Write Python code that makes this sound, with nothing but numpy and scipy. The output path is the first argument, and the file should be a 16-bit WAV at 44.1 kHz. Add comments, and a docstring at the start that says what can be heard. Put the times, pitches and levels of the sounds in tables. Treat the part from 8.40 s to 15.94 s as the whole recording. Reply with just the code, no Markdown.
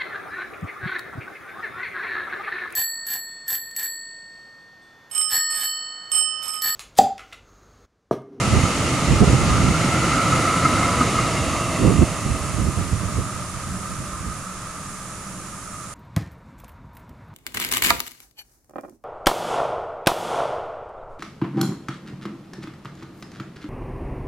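"""Light-rail train passing on a grassy track

The microphone stands 7 m from a tree-lined track as the train rolls past and draws off. Rough steel
makes the wheels roar and ring, sinking in pitch as each bogie goes by; a gear whines thinly and a flat
spot knocks. The rails keep singing behind the train. Its slipstream thumps on the microphone, over a
smooth high hiss and faint outdoor noise."""
import sys
import numpy as np
from scipy.fft import rfft, irfft, next_fast_len
from scipy.io import wavfile
from scipy.ndimage import uniform_filter1d, minimum_filter1d, map_coordinates

SR = 44100
rng = np.random.default_rng(int(sys.argv[2]) if len(sys.argv) > 2 else 0)


def waveform_to_disk(signal):
    """Save audio, clipped to [-1, 1], as 16-bit WAV at the path in sys.argv[1]."""
    frames = np.transpose(np.atleast_2d(signal))
    scaled = np.clip(frames, -1, 1) * 32767
    samples = np.round(scaled).astype(np.int16)
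    wavfile.write(sys.argv[1], SR, samples)


N = 332505
SPEED_M_PER_S, DISTANCE_M = 12.5, 7.0
LEAD_S = 0.1  # wheels radiate sideways and a little ahead, so they peak just before they are closest

# wheel roar from beside the track, then from far down the line: (frequency [Hz], relative level [dB])
NEAR_ROAR_SPECTRUM = [(150, -5), (300, 3.5), (410, -0.5), (560, 2.5), (780, -1.5), (900, -1.5),
                      (1120, -2.5), (1500, -9), (1950, -5), (2350, -6.5), (2900, -5.5), (3300, -9.5),
                      (5700, -10.5), (9000, -17.5), (15000, -68)]
FAR_ROAR_SPECTRUM = [(150, 8), (300, -7), (430, -3), (620, 4.5), (780, -4), (1050, 3), (1550, -1),
                     (2100, -3), (3000, -7.5), (4200, -7), (5500, -5.5), (9000, -35), (15000, -60)]
# track resonances heard only close by: (frequency [Hz], half-width [Hz], relative level [dB])
TRACK_MODES = [(342, 31, 2), (502, 30, 1.5), (810, 60, -4.5), (2077, 130, 1), (2640, 270, -6),
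               (4350, 90, -10.5), (6600, 470, -8.5), (7150, 120, -5.5)]

def roar():
    """Rough steel rolls on steel; the colour of the roar changes as the train draws off."""
    near = amp(3) * rush(colour(NEAR_ROAR_SPECTRUM), abreast_db=-3)
    track = amp(-4) * rush(resonances(TRACK_MODES), abreast_db=-18) * amp(1.6 * wobble(17))
    far = amp(4.5) * rush(colour(FAR_ROAR_SPECTRUM), spread_db=1.5, abreast_db=-1)
    gain_db = receding(-29, leaves_s=2.56, fall_db=19.13) + 0.4 * wobble(12)
    return amp(gain_db) * near_to_far(near + track, far) * pan(-0.33)


# car bodies at close range: (frequency [Hz], relative level [dB])
BODY_SPECTRUM = [(20, -26), (40, -10.5), (70, -2), (120, 5), (180, 2.5), (230, -2.5), (305, -1),
                 (390, -13.5), (700, -40), (2000, -76)]
# their drone from afar: (frequency [Hz], half-width [Hz], relative level [dB])
DRONE_MODES = [(114, 46, -0.5), (184.6, 16.4, 4), (290, 86, -9.5)]

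def rumble():
    """Rolling shakes the car bodies: a rumble alongside, a drone in the distance."""
    level_db = receding(-24, leaves_s=2.44, fall_db=17.6) + 0.88 * wobble(14)
    body = near_to_far(rush(colour(BODY_SPECTRUM)), rush(resonances(DRONE_MODES)))
    return amp(level_db) * body * pan(-1.9)


# wheels of the middle and end bogies: (frequency [Hz], half-width [Hz], relative level [dB])
MIDDLE_WHEEL_MODES = [(531, 47, -6.5), (677, 39, -4.5), (1298, 72, 5.5), (2088, 180, -8), (2850, 63, -16),
                      (3870, 110, -16.5), (4620, 70, -16)]
END_WHEEL_MODES = [(290, 34, 6.5), (640, 62, 6.5), (1122, 63, 5.5), (2730, 80, 0.5), (3740, 110, -10),
                   (4700, 120, -11)]
# bogies passing the microphone: (time when closest [s], level [dB], place under the car)
BOGIE_PASSES = [(.35, -34, "middle"), (1.402, -41, "end"), (1.95, -24.5, "middle"),
                (2.469, -26.5, "middle"), (3.22, -30.5, "end")]

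def bogies():
    """The rough rail stirs each bogie's wheels; their ring swells, sinks in pitch and fades."""
    modes = {"middle": MIDDLE_WHEEL_MODES, "end": END_WHEEL_MODES}
    out = np.zeros((2, N))
    for closest_s, db, place in BOGIE_PASSES:
        ring = rush(resonances(modes[place]), spread_db=-7, abreast_db=-11)
        emitted_at = np.cumsum(doppler(closest_s))
        heard = np.array([map_coordinates(side, [emitted_at], order=1, mode="wrap") for side in ring])
        level_db = passing(db, closest_s - LEAD_S, fall_db=34.5) + 0.8 * wobble(16)
        out += amp(level_db) * heard
    return out * pan(-0.5)


# rail resonances that carry far: (frequency [Hz], half-width [Hz], relative level [dB])
RAIL_MODES = [(1066, 21, -8.5), (1212, 41, 2.5), (1296, 63, -0.5), (1540, 31, -11)]
# rough stretches of rail that swell the song: (time [s], rise [dB], length [s])
ROUGH_STRETCHES = [(1.15, 5, 0.16), (2.2, 3, 1.0), (4.85, 3.5, 0.21), (5.9, 3.2, 0.86), (7.35, 2.5, 0.3)]

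def rails():
    """The rails stay put, so their song keeps its pitch and carries on long after the train."""
    song = rush(resonances(RAIL_MODES), spread_db=0, abreast_db=-12)
    rough_db = sum(rise_db * swell(s, length) for s, rise_db, length in ROUGH_STRETCHES)
    level_db = receding(-32.5, leaves_s=2.8, fall_db=11.1) + rough_db + 0.32 * wobble(16)
    return amp(level_db) * song * pan(-2)


# strikes near the microphone, one a wheel turn: (rail ring [dB], wheel ring [dB], thud [dB])
FLAT_SPOT_STRIKES = [(-16, -22, -23), (-6, -20, -32), (-11, -17, -28), (-5.5, -33, -8.5), (-10.5, -26, -23),
                     (-22, -24.5, -22)]

def flat_spot(first_s=2.072, turn_s=0.1785, attack_s=0.0024):
    """A flat spot on one wheel strikes once a turn, ringing rail and wheel briefly over a thud."""
    out = np.zeros(N + SR)
    t = np.arange(SR // 5) / SR

    def ring(db, hz, t60_s):
        """A dying tone whose phase is blurred by many close modes."""
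        drift = 0.049 * np.cumsum(uniform_filter1d(rng.standard_normal(len(t)), size=30))
        return amp(db - 60 * t / t60_s) * np.sin(2 * np.pi * hz * t + drift)

    for turn, (rail_db, wheel_db, thud_db) in enumerate(FLAT_SPOT_STRIKES):
        rail = ring(rail_db, hz=1265, t60_s=0.061)
        wheel = ring(wheel_db, hz=2130, t60_s=0.122)
        thud = ring(thud_db, hz=260, t60_s=0.065)
        start = round((first_s + turn * turn_s) * SR)
        out[start:][:len(t)] += (rail + wheel + thud) * (1 - np.exp(-t / attack_s))
    return out[:N]


def gear(mesh_hz=1001, closest_s=2.5):
    """One gear mesh whines thinly and sinks in pitch as it passes the microphone."""
    heard_hz = mesh_hz * doppler(closest_s) * (1 + 0.003 * wobble(60))
    whine = np.sin(2 * np.pi * np.cumsum(heard_hz) / SR)
    level_db = passing(-36.5, closest_s - LEAD_S, fall_db=36) + 1.6 * wobble(23)
    return amp(level_db) * unit(whine)


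# gusts reaching the trackside: (time [s], level [dB], length [s])
SLIPSTREAM_GUSTS = [(0.135, -19.5, 0.12), (0.79, -25.5, 0.24), (1.17, -21.5, .36), (3.524, -25.5, 0.1),
                    (4.394, -28.5, 0.76), (5.607, -36.5, 0.8), (6.95, -52, 0.22)]
# single eddies on the microphone: (time [s], rms level [dB], length [s], corner frequency [Hz])
EDDIES = [(.18, -14.5, 0.03, 122), (.243, -14, 0.017, 150), (0.724, -14.5, 0.052, 152),
          (.825, -5, 0.022, 215), (.89, -15, .039, 240), (.936, -12, 0.038, 202),
          (1.098, -17.5, 0.033, 129), (1.264, -22, 0.031, 155), (3.472, -14, 0.076, 250),
          (3.595, -12, 0.024, 162), (3.627, -9.5, 0.018, 184), (3.865, -20, 0.012, 150),
          (3.906, -19.5, 0.029, 110), (4.205, -24.5, 0.064, 171), (4.287, -21, 0.026, 247),
          (4.39, -22.5, 0.028, 175), (4.535, -19.5, 0.023, 126), (4.783, -21, 0.043, 155),
          (5.874, -28, 0.04, 120)]

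def slipstream():
    """Air dragged along by the train flutters on the microphone, and single eddies thump it."""
    gusts = sum(amp(db) * swell(s, length) for s, db, length in SLIPSTREAM_GUSTS)
    flow = amp(receding(-34.5, leaves_s=3.77, fall_db=39)) + gusts
    air = flow * amp(3.3 * wobble(25)) * turbulence(N, corner_hz=134)
    half = SR // 6
    t = np.arange(-half, half) / SR
    thumps = np.zeros((2, N + SR))
    for s, db, length, corner_hz in EDDIES:
        puff = np.exp(-np.pi / 2 * (t / length) ** 2) * turbulence(len(t), corner_hz)
        thumps[:, round(s * SR):][:, :len(t)] += amp(db) * unit(puff) * np.sqrt(length * SR / len(t))
    wake = swell(at_s=4.2, length_s=1.6)  # meets the right port more squarely
    return (air + thumps[:, half:half + N]) * pan(-5 - 3.5 * wake)


def turbulence(size, corner_hz, low_hz=52, width=0.38):
    """Pressure of eddies on the two microphone ports; a higher corner stands for faster air."""
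    low_cut = lambda hz: 1 / np.hypot(1, (low_hz / (hz + 1)) ** 8.7)
    band = lambda hz: low_cut(hz) / np.hypot(1, (hz / corner_hz) ** 2.28)
    mid, side = filtered(rng.standard_normal((2, size)), band)
    return unit(np.array([mid + width * side, mid - width * side]))


# hiss to the right of the microphone: (frequency [Hz], relative level [dB])
HISS_SPECTRUM = [(2500, -8.5), (4500, -32), (5400, -9), (6100, -3), (6500, -1.5), (7200, 0.2), (8000, -4),
                 (9000, -2), (9800, 0), (10700, -10), (12000, -15.5), (13500, -26.5), (15700, -43)]

def hiss():
    """A smooth high hiss, a little stronger as the middle of the car goes by, then slowly fading."""
    level_db = receding(-36, leaves_s=3.6, fall_db=6.94) + 1.9 * swell(at_s=2.2, length_s=1.5)
    return amp(level_db + 0.3 * wobble(5.4)) * rush(colour(HISS_SPECTRUM)) * pan(-6)


# open air around the track: (frequency [Hz], relative level [dB])
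OUTDOOR_SPECTRUM = [(100, -4.5), (250, -10), (420, -10), (800, -6), (1000, -10), (1600, -5), (2500, -21),
                    (8000, -37)]

def background():
    """The faint steady outdoor noise that remains as the train fades."""
    return amp(-49) * rush(colour(OUTDOOR_SPECTRUM))


# likeness of left and right at close range: (frequency [Hz], correlation [0-1])
STEREO_LIKENESS = [(50, 0.84), (200, 1), (600, 0.99), (1300, 0.88), (1650, 0.88), (2400, 0.65),
                   (4400, 0.44), (8000, .72), (12000, .62)]

def rush(response, spread_db=4.0, abreast_db=0):
    """Stereo noise of rms 1; its width shifts by abreast_db at the pass, spread_db far off in the trees."""
    def mid_and_side(hz):
        angle = np.arccos(np.clip(along(STEREO_LIKENESS, hz), 0, 1)) / 2
        return response(hz) * np.array([np.cos(angle), np.sin(angle)])

    mid, side = filtered(rng.standard_normal((2, N)), mid_and_side)
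    abreast = swell(at_s=2.95, length_s=2)  # the nearest wheels face the microphone
    side = side * amp(spread_db * farness() + abreast_db * abreast)
    return unit(np.array([mid + side, mid - side]))


def travelled(since_s):
    """Metres that the train has run since the given moment."""
    return SPEED_M_PER_S * (np.arange(N) / SR - since_s)


def doppler(closest_s, sound_m_per_s=343):
    """Pitch ratio at the microphone of a point of the train going by."""
    past_m = travelled(closest_s)
    return 1 / (1 + SPEED_M_PER_S / sound_m_per_s * past_m / np.hypot(past_m, DISTANCE_M))


def passing(level_db, peak_s, fall_db):
    """Level in dB of a point that nears and leaves, losing fall_db per tenfold distance."""
    return level_db - fall_db * np.log10(np.hypot(1, travelled(peak_s) / DISTANCE_M))


def receding(level_db, leaves_s, fall_db):
    """Level in dB of the whole train: steady alongside, then losing fall_db per tenfold distance."""
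    return np.where(travelled(leaves_s) < 0, level_db, passing(level_db, leaves_s, fall_db))


def farness(midway_s=4.27, fade_s=0.7):
    """0 while the train is alongside, 1 once it has drawn off."""
    return (1 + np.tanh((np.arange(N) / SR - midway_s) / fade_s)) / 2


def near_to_far(near, far):
    """Equal-power crossfade from the close sound to the distant one."""
    share = farness()
    return np.sqrt(1 - share) * near + np.sqrt(share) * far


def swell(at_s, length_s):
    """A bell curve of height 1 around at_s."""
    return np.exp(-np.pi * ((np.arange(N) / SR - at_s) / length_s) ** 2)


def wobble(rate):
    """A smooth random curve, rate knots a second."""
    knots = rng.standard_normal(int(N * rate / SR) + 4)
    return map_coordinates(knots, [np.arange(N) * rate / SR])


def along(points, hz):
    """(Hz, value) points read on a log axis."""
    point_hz, values = np.transpose(points)
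    return np.interp(np.log(hz + 1), np.log(point_hz + 1), values)


def colour(points):
    """The response of a (Hz, dB) spectrum."""
    return lambda hz: amp(along(points, hz))


def resonances(modes):
    """The response of steep-sided modes, summed in power."""
    return lambda hz: np.sqrt(sum((amp(db) / (1 + ((hz - centre) / half_width) ** 2)) ** 2
                                  for centre, half_width, db in modes))


def filtered(x, response):
    """x shaped by a frequency response."""
    size = x.shape[-1]
    padded = next_fast_len(size + SR // 10, True)
    spectrum = rfft(x, padded) * response(np.fft.rfftfreq(padded, 1 / SR))
    return irfft(spectrum, padded)[..., :size]


def pan(left_db):
    """Gains of the two channels for a left-minus-right level difference."""
    return amp(np.array([[1], [-1]]) * left_db / 2)


def amp(db):
    """Decibels to gain."""
    return 10 ** (np.asarray(db) / 20)


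def unit(x):
    """x scaled to rms 1."""
    return x / np.sqrt(np.mean(x ** 2) + 1e-20)


def scene():
    """Train, track and air as heard from the trackside."""
    train = roar() + rumble() + bogies() + gear() + flat_spot()
    return train + rails() + slipstream() + hiss() + background()


def record(dry):
    """The camera eases down peaks that would overload it and keeps nothing above its band limit."""
    ceiling, top_hz = 0.97, 15719
    needed_gain = np.minimum(1, ceiling / (np.abs(dry).max(axis=0) + 1e-9))
    gain = uniform_filter1d(minimum_filter1d(needed_gain, size=401), size=401)
    return filtered(dry * gain, lambda hz: hz < top_hz)


dry = scene()
out = record(dry)
waveform_to_disk(out)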